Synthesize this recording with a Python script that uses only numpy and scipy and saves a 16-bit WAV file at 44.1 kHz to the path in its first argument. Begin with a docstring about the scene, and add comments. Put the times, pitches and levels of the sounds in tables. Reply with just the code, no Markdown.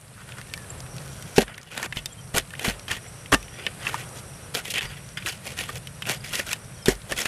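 """Spade in moist, rooty soil

A steel spade stabs and scrapes close by: shared noise grains drive blade resonances, grit hiss and earth crunch.
Stones and snapping roots ring the blade, heavy stabs knock the handle and thump the ground as decaying sines,
crumbs click. Behind: gliding sine bird notes, and shaped noise for rumble, air, leaves, insects and a cricket;
the noise follows tabled levels that dip after a hard stab.
"""
import sys
import numpy as np
from scipy import signal
from scipy.fft import rfft, irfft, next_fast_len
from scipy.io import wavfile
from scipy.ndimage import uniform_filter1d, map_coordinates

SR = 44100
rng = np.random.default_rng(int(sys.argv[2]) if len(sys.argv) > 2 else 0)


def dump_mix(stems):
    """Bounce the given channels to the path in sys.argv[1] as a 16-bit WAV at rate SR."""
    frames = np.atleast_2d(stems).T  # one column per channel
    limited = np.clip(frames, -1, 1)  # hard clip at full scale
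    pcm = np.round(limited * 32767).astype(np.int16)
    wavfile.write(sys.argv[1], SR, pcm)


N = 320607

# Strokes through the soil. Each row: start of full level, rise, hold and fall in seconds, upper blade drive in dB,
# then lower blade, grit and earth drive in dB above it.
STROKE_ROWS = [(0.178, 0.056, 0.061, .05, -53, 8, -5, -13),
               (0.294, 0.094, 0.12, 0.055, -47.5, 2.5, -5.5, -10),
               (0.953, 0.042, 0.42, .05, -54, 4.5, 3.5, -4), (1.361, .006, .018, 0.01, -35, 0, 1, -10),
               (1.406, .006, 0.026, 0.026, -31.5, 1.5, -4, -3),
               (1.381, 0.0033, 0.0068, 0.04, -17.5, -6, -4.5, 6.5),
               (1.491, .06, .005, 0.24, -40, 1.5, -25, -5),
               (1.789, 0.17, 0.071, 0.016, -31.5, -2, -7.5, -7.5),
               (1.969, 0.047, 0.022, 0.031, -30, -10, -8, -16), (2.343, .012, .02, .02, -32.5, -2, -2.5, 1),
               (2.365, .03, .02, 0.039, -25, -1.5, -1, -4), (2.653, 0.11, 0.036, 0.093, -29, -4, -4.5, -6),
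               (2.882, .006, 0.092, .012, -38, -8, -6, -11),
               (2.911, 0.036, .005, 0.076, -26, -3, -11.5, -17),
               (3.058, .09, .005, 0.083, -43.5, -7, -15, -6),
               (3.3206, .003, 0.028, 0.0094, -18.5, 4.5, -4, -2.5),
               (3.351, .003, .005, 0.079, -39, 0, 2, 1.5), (3.656, 0.33, 0.0079, 0.094, -36, -6, -16, -7),
               (3.81, .06, .02, .04, -36, -8, -13, -15), (3.868, .06, 0.026, .015, -28, -0.5, -7.5, -13),
               (3.902, .01, 0.11, 0.1, -37.5, -5, -7, -18),
               (4.544, .01, 0.056, 0.028, -33.5, -2.5, -2.5, -6),
               (4.653, 0.035, .025, 0.068, -31.5, -14, -5.5, -15.5),
               (4.702, .015, .008, 0.036, -33.5, -19, 2.5, -17),
               (4.741, 0.011, 0.043, 0.029, -24, -13, -12.5, -17.5),
               (4.812, .006, 0.044, 0.043, -31, -4, -10, -15),
               (4.877, .01, 0.049, .08, -39.5, -5, -11, -14),
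               (5.172, 0.0018, 0.0054, 0.026, -21, -8.5, -18, -27),
               (5.202, .02, 0.035, .01, -41.5, -7, -12, -22),
               (5.268, 0.026, .005, 0.11, -24.5, -5.5, -3.5, -15),
               (5.463, 0.063, .005, 0.23, -35, -9.5, -5, -9.5),
               (5.596, 0.066, 0.011, 0.15, -27, -6, -6.5, -14), (5.695, 0.058, .04, 0.018, -43, 2, -1, -3),
               (5.755, .04, .015, .02, -34, -9, -5.5, -8.5),
               (6.066, .012, 0.051, .03, -29.5, -8, -4.5, -5.5),
               (6.105, 0.07, 0.032, 0.053, -29, -4, -2.5, -9), (6.246, 0.034, 0.14, .02, -37, -10, -7, -16),
               (6.346, 0.082, 0.061, 0.041, -30, -3, -3, -12.5),
               (6.466, .006, 0.044, .03, -41.5, 1, -1, -5), (6.52, 0.099, 0.0068, 0.023, -28, -9, -4, -23),
               (6.537, .01, 0.027, 0.054, -45, -1, -4, -7), (4.164, .04, 0.026, .05, -45.5, 0, 0, -5),
               (4.96, .01, 0.021, .03, -40, -10, -12, -17), (6.859, .006, .02, .01, -32, -7, -6, -3),
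               (6.883, 0.009, 0.021, 0.05, -26, -0.5, 2, 1),
               (7.122, 0.066, 0.0045, 0.037, -32, -2, -2.5, -1.5),
               (7.177, 0.032, 0.061, 0.023, -30.5, -6, -1, -9.5),
               (7.254, 0.016, .01, .05, -27, -2, -2, -16)]
# Stones and root snaps on the blade. Each row: start in seconds, peak in dB before the blade trim,
# strongest pitch in Hz, treble in dB above peak before the treble trim.
TICK_ROWS = [(0.4143, -24, 2520, -16), (0.538, -16, 2530, -10.5), (0.5766, -27, 1290, -11),
             (1.2246, -25.5, 4390, -8), (1.3635, -23.5, 3400, -9), (1.3819, -2, 2300, -17),
             (1.4803, -21, 1920, -33), (1.5796, -24, 1790, -10.5), (1.7433, -28, 2620, -15),
             (1.7772, -16, 3520, -10), (1.829, -14, 1540, -12.5), (1.9086, -43, 1330, -12),
             (1.925, -13, 2280, -25), (1.9704, -14.5, 2950, -18), (2.0586, -19.5, 5180, -3),
             (2.3444, -23, 1290, -25), (2.365, -20, 2970, -10), (2.3826, -7, 2650, -7),
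             (2.506, -26.5, 1930, -16), (2.5364, -23, 1470, -19), (2.5944, -17, 3140, -12.5),
             (2.6455, -11.5, 1650, -19), (2.8812, -17, 2760, -17), (2.9118, -16, 3070, -25),
             (2.9149, -8, 2070, -14), (3.3258, -3, 1190, -35), (3.4283, -30, 2570, -9),
             (3.6657, -8, 2470, -21.5), (3.8494, -20, 1770, -31), (3.8685, -10, 1790, -33),
             (3.9429, -11, 905, -19), (4.5454, -21.5, 1800, -5.5), (4.5675, -20, 3220, -21),
             (4.6546, -17.5, 3100, -19), (4.7058, -28, 3250, 1), (4.7387, -19.5, 3170, -7),
             (4.759, -14, 3270, -26), (4.773, -18, 2400, -21), (4.79, -16, 3600, -23),
             (4.8088, -15, 3230, -21), (5.1721, -22, 1590, -17), (5.261, -11.5, 3000, -24),
             (5.5889, -13, 2450, -17), (5.691, -19, 1370, -22), (5.7563, -22, 3040, -9),
             (5.8721, -19.5, 3170, -15), (6.022, -13.5, 3180, -20), (6.0544, -19, 2690, -26),
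             (6.3345, -17, 2260, -20), (6.3545, -18, 2380, -1), (6.3965, -12, 2060, -12.5),
             (6.4667, -38, 2920, 5), (6.4918, -20, 2930, -16), (6.531, -10, 4330, -8),
             (6.8583, -11.5, 4600, -6.5), (6.8833, -12, 1710, -21), (7.111, -20.5, 3000, -11),
             (7.1214, -12, 1940, -12), (7.1673, -24, 2140, -16), (7.1873, -13, 2140, -13),
             (7.2562, -7.5, 2190, -16)]
# Heavy stabs. Each row: start in seconds, handle drive in dB, knock pitch in Hz, ground drive in dB above handle.
STAB_ROWS = [(1.381, -0.5, 399, -43), (1.968, -28, 131, -24), (2.344, -21, 171, -42),
             (2.367, -21.5, 170, -28), (2.681, -15, 190, -29), (2.909, -33, 162, -27),
             (3.33, -12, 251, -26), (3.341, -14, 253, -37), (3.665, -28, 560, -34), (4.546, -28, 470, -36),
             (4.849, -32, 133, -20), (5.252, -30, 336, -29), (6.394, -22.5, 556, -43),
             (6.8831, -2.5, 381, -37), (7.117, -20, 558, -32)]
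# Handle modes. Each row: multiple of knock pitch, level in dB, t60 in seconds.
HANDLE_MODES = [(1, 3, 0.039), (.47, -11, 0.05), (.65, 0, 0.029), (1.35, -19, 0.02), (2.0, -9, 0.014)]
# Ground mode. Each row: frequency in Hz, level in dB, t60 in seconds.
GROUND_MODES = [(47.5, 19, 0.26)]
# Blade modes as scraped (ticks damp them harder). Each row: frequency in Hz, width in Hz, level in dB.
BLADE_MODES = [(891, 41, -11), (1198, 19, -5.5), (1460, 66, -6.5), (1807, 28.4, 4), (1890, 58, 1),
               (2156, 76, 7.5), (2306, 22, -6), (2640, 53, 7), (2980, 170, 6), (2990, 73, 11),
               (3360, 160, -2.5), (3590, 25, -2.5), (4400, 58, -13), (4910, 110, -2)]
# Broad voice of the soil-loaded steel. Each row: frequency in Hz, gain in dB.
SLAB_GAIN = [(600, -58), (1000, -10.5), (2500, 3), (4000, -19.5), (6000, -73)]
# Grit spectrum. Each row: frequency in Hz, relative density in dB per Hz.
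GRIT_SPECTRUM = [(2350, -9), (4000, -2), (5530, -1.5), (6020, -2), (11200, -5), (14500, -16), (15500, -20)]
# Packed soil round the blade, applied twice. Each row: frequency in Hz, width in Hz, level in dB.
EARTH_MODES = [(204, 93, 0.5), (445, 240, 2), (765, 257, 0.5)]
# Crumbs landing. Each row: start in seconds, peak in dB before the high-pass, pitch in Hz.
CRUMB_ROWS = [(0.321, -26, 2540), (0.4698, -34, 2460), (0.804, -25, 5300), (0.8634, -33, 2450),
              (0.982, -27, 3660), (1.544, -28, 3050), (1.6144, -32.5, 5500), (2.5525, -26, 2480),
              (2.795, -25.5, 4700), (3.2593, -26, 2610), (3.482, -28, 2476), (5.089, -31, 5630),
              (5.224, -26, 2400), (6.953, -32, 5820)]
# Bird notes. Each row: start in seconds, length in seconds, start Hz, end Hz, peak in dB before flutter.
BIRD_NOTES = [(0.447, 0.24, 1870, 1650, -49), (2.087, 0.056, 3300, 3250, -53),
              (2.17, .045, 3200, 3100, -52), (0.698, 0.015, 7140, 7750, -35.5),
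              (0.776, .02, 7450, 7550, -44), (2.123, 0.015, 7200, 7700, -41),
              (3.078, 0.013, 7500, 7860, -42), (4.83, 0.097, 4870, 4650, -49),
              (6.168, .013, 5150, 4650, -49), (6.203, 0.012, 5200, 4580, -45),
              (6.24, 0.012, 5240, 4620, -41), (6.276, 0.014, 5300, 4640, -40),
              (6.736, 0.15, 3380, 3050, -56), (6.758, .03, 4450, 4350, -56),
              (6.819, 0.033, 5370, 5000, -46)]
# Background levels as the recorder's gain rides, dipping after the hard stab.
# Each row: time in seconds, high hiss in dB, rumble in dB.
BACKGROUND_LEVELS = [(0.0, -56.5, -49), (0.69, -49.5, -42.5), (0.97, -51, -39.5), (1.27, -51, -42),
                     (1.42, -51.5, -48), (1.66, -63, -51.5), (1.92, -53.5, -45), (2.89, -51.5, -44.5),
                     (3.6, -51.5, -45.5), (3.85, -48, -42), (4.84, -52, -44.5), (6.23, -52, -42),
                     (7.03, -52, -44), (7.27, -50.5, -50)]
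# Far rumble spectrum. Each row: frequency in Hz, relative density in dB per Hz.
RUMBLE_SPECTRUM = [(20, -32), (40, -13.5), (80, -8.5), (130, -2), (190, -10.5), (280, -29), (400, -58)]
# Moving air spectrum. Each row: frequency in Hz, relative density in dB per Hz.
AIR_SPECTRUM = [(200, -2), (300, -2.5), (545, 1), (900, -5), (1400, -4.5), (2200, -20)]
# Leaf rustle spectrum. Each row: frequency in Hz, relative density in dB per Hz.
LEAF_SPECTRUM = [(900, -20), (1500, 0.5), (2500, 0.5), (3800, -4.5), (6500, -7), (15000, -24.5)]
# Insect chorus spectrum. Each row: frequency in Hz, relative density in dB per Hz.
CHORUS_SPECTRUM = [(6900, -12), (7500, 1), (7900, 5), (8600, 5), (9300, 9.5), (10100, -1), (11000, 7),
                   (11700, -0.5), (12000, -5), (12600, -14)]
# Cricket phrases. Each row: start in seconds, length in seconds.
CRICKET_PHRASES = [(.45, 0.19), (0.847, .5), (2.0, 0.11), (2.2, .12), (2.8, 0.61), (3.38, .25), (4.05, .42),
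                   (4.95, .25), (5.82, 0.22), (6.6, 0.28)]

SWING_DB = 30  # climb of a stroke over its rise, drop over its fall
BLADE_TRIM_DB, GRIT_TRIM_DB = -5.5, -0.9  # scraping
TICK_BLADE_TRIM_DB, TICK_TREBLE_TRIM_DB = -4.0, 8.5
TRICKLE_PER_S, TRICKLE_FLOOR_DB, TRICKLE_SPREAD_DB, TRICKLE_HZ = 34, -45.5, 3, 4500  # small loose crumbs
AIR_DB, LEAVES_DB, CRICKET_DB = 1, -1, -8.5  # above the high hiss (air: above its mean)
AIR_SWING = 1.35  # air level swing, as a multiple of the high hiss's
TOP_HZ = 15900


def scraping():
    """Grains shake the blade, hiss as grit and crunch the earth; clinging soil damps modes moment to moment."""
    upper_db, lower_db, grit_db, earth_db = effort()
    grains = chatter(fast_db=3, slow_db=2.5, spike_db=3.0)

    def voice(response, db):
        return filtered(amp(db) * grains, response) / np.std(filtered(grains, response))

    def above(hz):
        return 1 / (1 + (1670 / (hz + 1)) ** 12)

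    upper = voice(lambda hz: steel(hz) * above(hz), upper_db)
    lower = voice(lambda hz: steel(hz) * (1 - above(hz)), lower_db)
    blade = patchy(upper + lower, window=256, bins=2, frames=12, spread_db=2.5, trim_db=BLADE_TRIM_DB)
    grit = voice(colour(GRIT_SPECTRUM), grit_db)
    grit = patchy(grit, window=128, bins=6, frames=4, spread_db=2.3, trim_db=GRIT_TRIM_DB)
    earth = voice(lambda hz: resonances(EARTH_MODES, hz) ** 2, earth_db)
    return blade + grit + earth


def effort():
    """Drive in dB of the four voices: each stroke rises, holds, falls; overlapping strokes add power."""
    power = np.full((4, N), 1e-12)
    t = np.arange(N) / SR
    for s, rise, hold, fall, db, *above_db in STROKE_ROWS:
        near = slice(max(round((s - 2 * rise) * SR), 0), round((s + hold + 2 * fall) * SR))
        before = (s - t[near]) / rise
        after = (t[near] - s - hold) / fall
        shape_db = -SWING_DB * np.maximum(0, np.maximum(before, after))
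        voices_db = db + np.array([0, *above_db])[:, None]
        power[:, near] += amp(2 * (voices_db + shape_db))
    return 10 * np.log10(power)


def chatter(fast_db, slow_db, spike_db):
    """Clumped noise with sparse hard grains standing out of it."""
    spikes = amp(spike_db * rng.exponential(size=N))
    clumps = amp(fast_db * wobble(600) + slow_db * wobble(70))
    return unit(rng.standard_normal(N) * spikes * clumps)


def patchy(x, window, bins, frames, spread_db, trim_db):
    """Random gain over time and frequency, smoothed across bins and frames."""
    z = signal.stft(x, nperseg=window)[2]
    patches = uniform_filter1d(rng.standard_normal(z.shape), size=bins, axis=0)
    patches = unit(uniform_filter1d(patches, size=frames, axis=1))
    return signal.istft(z * amp(spread_db * patches + trim_db), nperseg=window)[1][:N]


def steel(f):
    """Damped blade modes over the broad voice of the slab."""
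    return resonances(BLADE_MODES, f) + colour(SLAB_GAIN)(f)


def ticks():
    """A contact rattles for milliseconds, rings blade modes nearest its pitch and spits a puff of grit."""
    low, high = np.zeros(N + SR), np.zeros(N + SR)
    t = np.arange(SR // 12) / SR
    n = len(t)
    hz, width_hz, level_db = np.transpose(BLADE_MODES)[:, :, None]
    signs = (-1) ** np.arange(len(hz))[:, None]
    swings = signs * np.exp(-np.pi * 3.5 * width_hz * t) * np.sin(2 * np.pi * hz * t)  # 3.5: extra damping
    rattle = amp(-60 * t / 0.0065) + .5 * amp(-60 * t / 0.027)
    puff = amp(-60 * t / 0.003) + .5 * amp(-60 * t / 0.024)
    for s, db, pitch_hz, treble_db in TICK_ROWS:
        octaves_off = np.abs(np.log2(hz / pitch_hz))
        near_db = level_db - 19 * octaves_off + 3 * rng.standard_normal(hz.shape)
        modes = np.sum(amp(near_db) * swings, axis=0)
        rung = signal.fftconvolve(modes, rattle * rng.standard_normal(n))[:n]
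        start = round(s * SR)
        low[start:][:n] += amp(db) * rung / np.abs(rung).max()
        high[start:][:n] += amp(db + treble_db) * puff * rng.standard_normal(n)
    treble = filtered(high[:N], colour(GRIT_SPECTRUM))
    return amp(TICK_BLADE_TRIM_DB) * low[:N] + amp(TICK_TREBLE_TRIM_DB) * treble


def stabs():
    """The shaft knocks at a pitch set by the soil's grip; the ground swells into a slow thump."""
    out, t = np.zeros(N + SR), np.arange(SR // 2) / SR
    thump = ring(GROUND_MODES, t) * (1 - np.exp(-t / 0.018))
    for s, db, knock_hz, thump_db in STAB_ROWS:
        modes = [(k * knock_hz, level_db, t60) for k, level_db, t60 in HANDLE_MODES]
        knock = ring(modes, t) * (1 - np.exp(-t / 0.00091))
        out[round(s * SR):][:len(t)] += amp(db) * (0.75 * knock + amp(thump_db) * thump)
    return out[:N]


def crumbs():
    """A dry click of about one cycle, fizzing for milliseconds; small ones trickle at random."""
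    out, t = np.zeros(N + SR), np.arange(SR // 50) / SR
    when, size, pitch = rng.random((3, int(TRICKLE_PER_S * N / SR)))
    trickle_db = TRICKLE_FLOOR_DB - TRICKLE_SPREAD_DB * np.log(size)
    trickle_hz = TRICKLE_HZ * 2 ** (2 * pitch - 1)  # within an octave either way
    trickle = zip(when * N / SR, trickle_db, trickle_hz)
    for s, db, hz in [*CRUMB_ROWS, *trickle]:
        click = np.exp(-1.3 * hz * t) * np.sin(2 * np.pi * hz * t)
        fizz = amp(-60 * t / 0.017) * rng.standard_normal(len(t))
        burst = signal.fftconvolve(click, fizz)[:len(t)]
        out[round(s * SR):][:len(t)] += amp(db) * burst / np.abs(burst).max()
    return filtered(out[:N], lambda f: f * f / (f * f + 1200 ** 2))


def birds():
    """Short gliding whistles, roughened by the leaves between."""
    out = np.zeros(N + SR)
    flutter_db = 3 * wobble(250) + 1.5 * wobble(40)
    for s, length_s, from_hz, to_hz, db in BIRD_NOTES:
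        u = np.linspace(0, 1, round(length_s * SR))
        start = round(s * SR)
        level = amp(db + flutter_db[start:][:len(u)]) * np.sin(np.pi * u)
        cycles = np.cumsum(from_hz + (to_hz - from_hz) * u) / SR
        out[start:][:len(u)] += level * np.sin(2 * np.pi * cycles)
    return out[:N]


def garden():
    """Far rumble, moving air, rustling leaves, hissing insects and a cricket, each noise of its own colour."""
    hiss_db, rumble_db = curves(BACKGROUND_LEVELS)
    mean_db = hiss_db.mean()
    air_db = mean_db + AIR_DB + AIR_SWING * (hiss_db - mean_db)
    rumble = amp(rumble_db + 0.84 * wobble(24)) * noise(colour(RUMBLE_SPECTRUM))
    air = amp(air_db + 1.1 * wobble(9)) * noise(colour(AIR_SPECTRUM))
    leaves = amp(hiss_db + LEAVES_DB + 0.73 * wobble(12)) * noise(colour(LEAF_SPECTRUM))
    chorus = amp(hiss_db + 0.2 * wobble(4.1)) * noise(colour(CHORUS_SPECTRUM))
    return rumble + air + leaves + chorus + cricket(hiss_db)


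def cricket(hiss_db):
    """Narrow noise band with a wavering level, louder in phrases."""
    centre_hz, width_hz = 5750, 300
    band = noise(lambda f: np.exp(-((f - centre_hz) / width_hz) ** 2))
    t = np.arange(N) / SR
    phrases = sum(1. * (abs(t - s - length_s / 2) < length_s / 2) for s, length_s in CRICKET_PHRASES)
    singing = uniform_filter1d(0.23 + phrases, size=SR // 20)  # 50 ms edges
    level_db = hiss_db + CRICKET_DB + 1.9 * wobble(22) + 2.9 * wobble(90)
    return singing * amp(level_db) * band


def amp(db):
    """Amplitude of a level in dB."""
    return 10 ** (np.asarray(db) / 20)


def unit(x):
    """x at unit RMS."""
    return x / np.sqrt(np.mean(x ** 2) + 1e-20)


def curves(rows):
    """One value per sample for each column after the time."""
    s, *cols = np.transpose(rows)
    return [np.interp(np.arange(N) / SR, s, c) for c in cols]


def wobble(knots_per_s):
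    """Smooth random curve through Gaussian knots."""
    knots = rng.standard_normal(int(N * knots_per_s / SR) + 4)
    return map_coordinates(knots, [np.arange(N) * knots_per_s / SR])


def filtered(x, response):
    """x times a (possibly complex) response of frequency."""
    m = next_fast_len(N + SR // 2)
    return irfft(rfft(x, m) * response(np.fft.rfftfreq(m, 1 / SR)), m)[:N]


def noise(response):
    """Unit-RMS Gaussian noise shaped by a response."""
    return unit(filtered(rng.standard_normal(N), response))


def colour(points):
    """Gain of (Hz, dB) points on a log axis, closed at both ends."""
    f, db = np.transpose(points)
    return lambda hz: amp(np.interp(np.log(hz + 1), np.log(f), db, -120, -120))


def resonances(modes, f):
    """Causal sum of (Hz, width Hz, dB) resonances, alternating in sign."""
    total = 0
    for k, (hz, width_hz, db) in enumerate(modes):
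        damping = 1j * f * width_hz
        total = total + (-1) ** k * amp(db) * damping / (hz * hz - f * f + damping)
    return total


def ring(modes, t):
    """Sum of decaying (Hz, dB, t60 s) modes, first swing downwards."""
    return -sum(amp(db - 60 * t / t60) * np.sin(2 * np.pi * hz * t) for hz, db, t60 in modes)


def scene():
    """Sum of all sources, one channel."""
    return (scraping() + ticks() + stabs() + crumbs() + birds() + garden())[None]


def record(dry):
    """The converter clips at full scale; top treble is shelved 22 dB down, then cut at TOP_HZ."""
    def treble_limit(hz):
        shelf_db = -22 / (1 + np.exp((15150 - hz) / 60))
        return (hz < TOP_HZ) * amp(shelf_db)

    return filtered(np.clip(dry[0], -1, 1), treble_limit)[None]


dry = scene()
out = record(dry)
dump_mix(out)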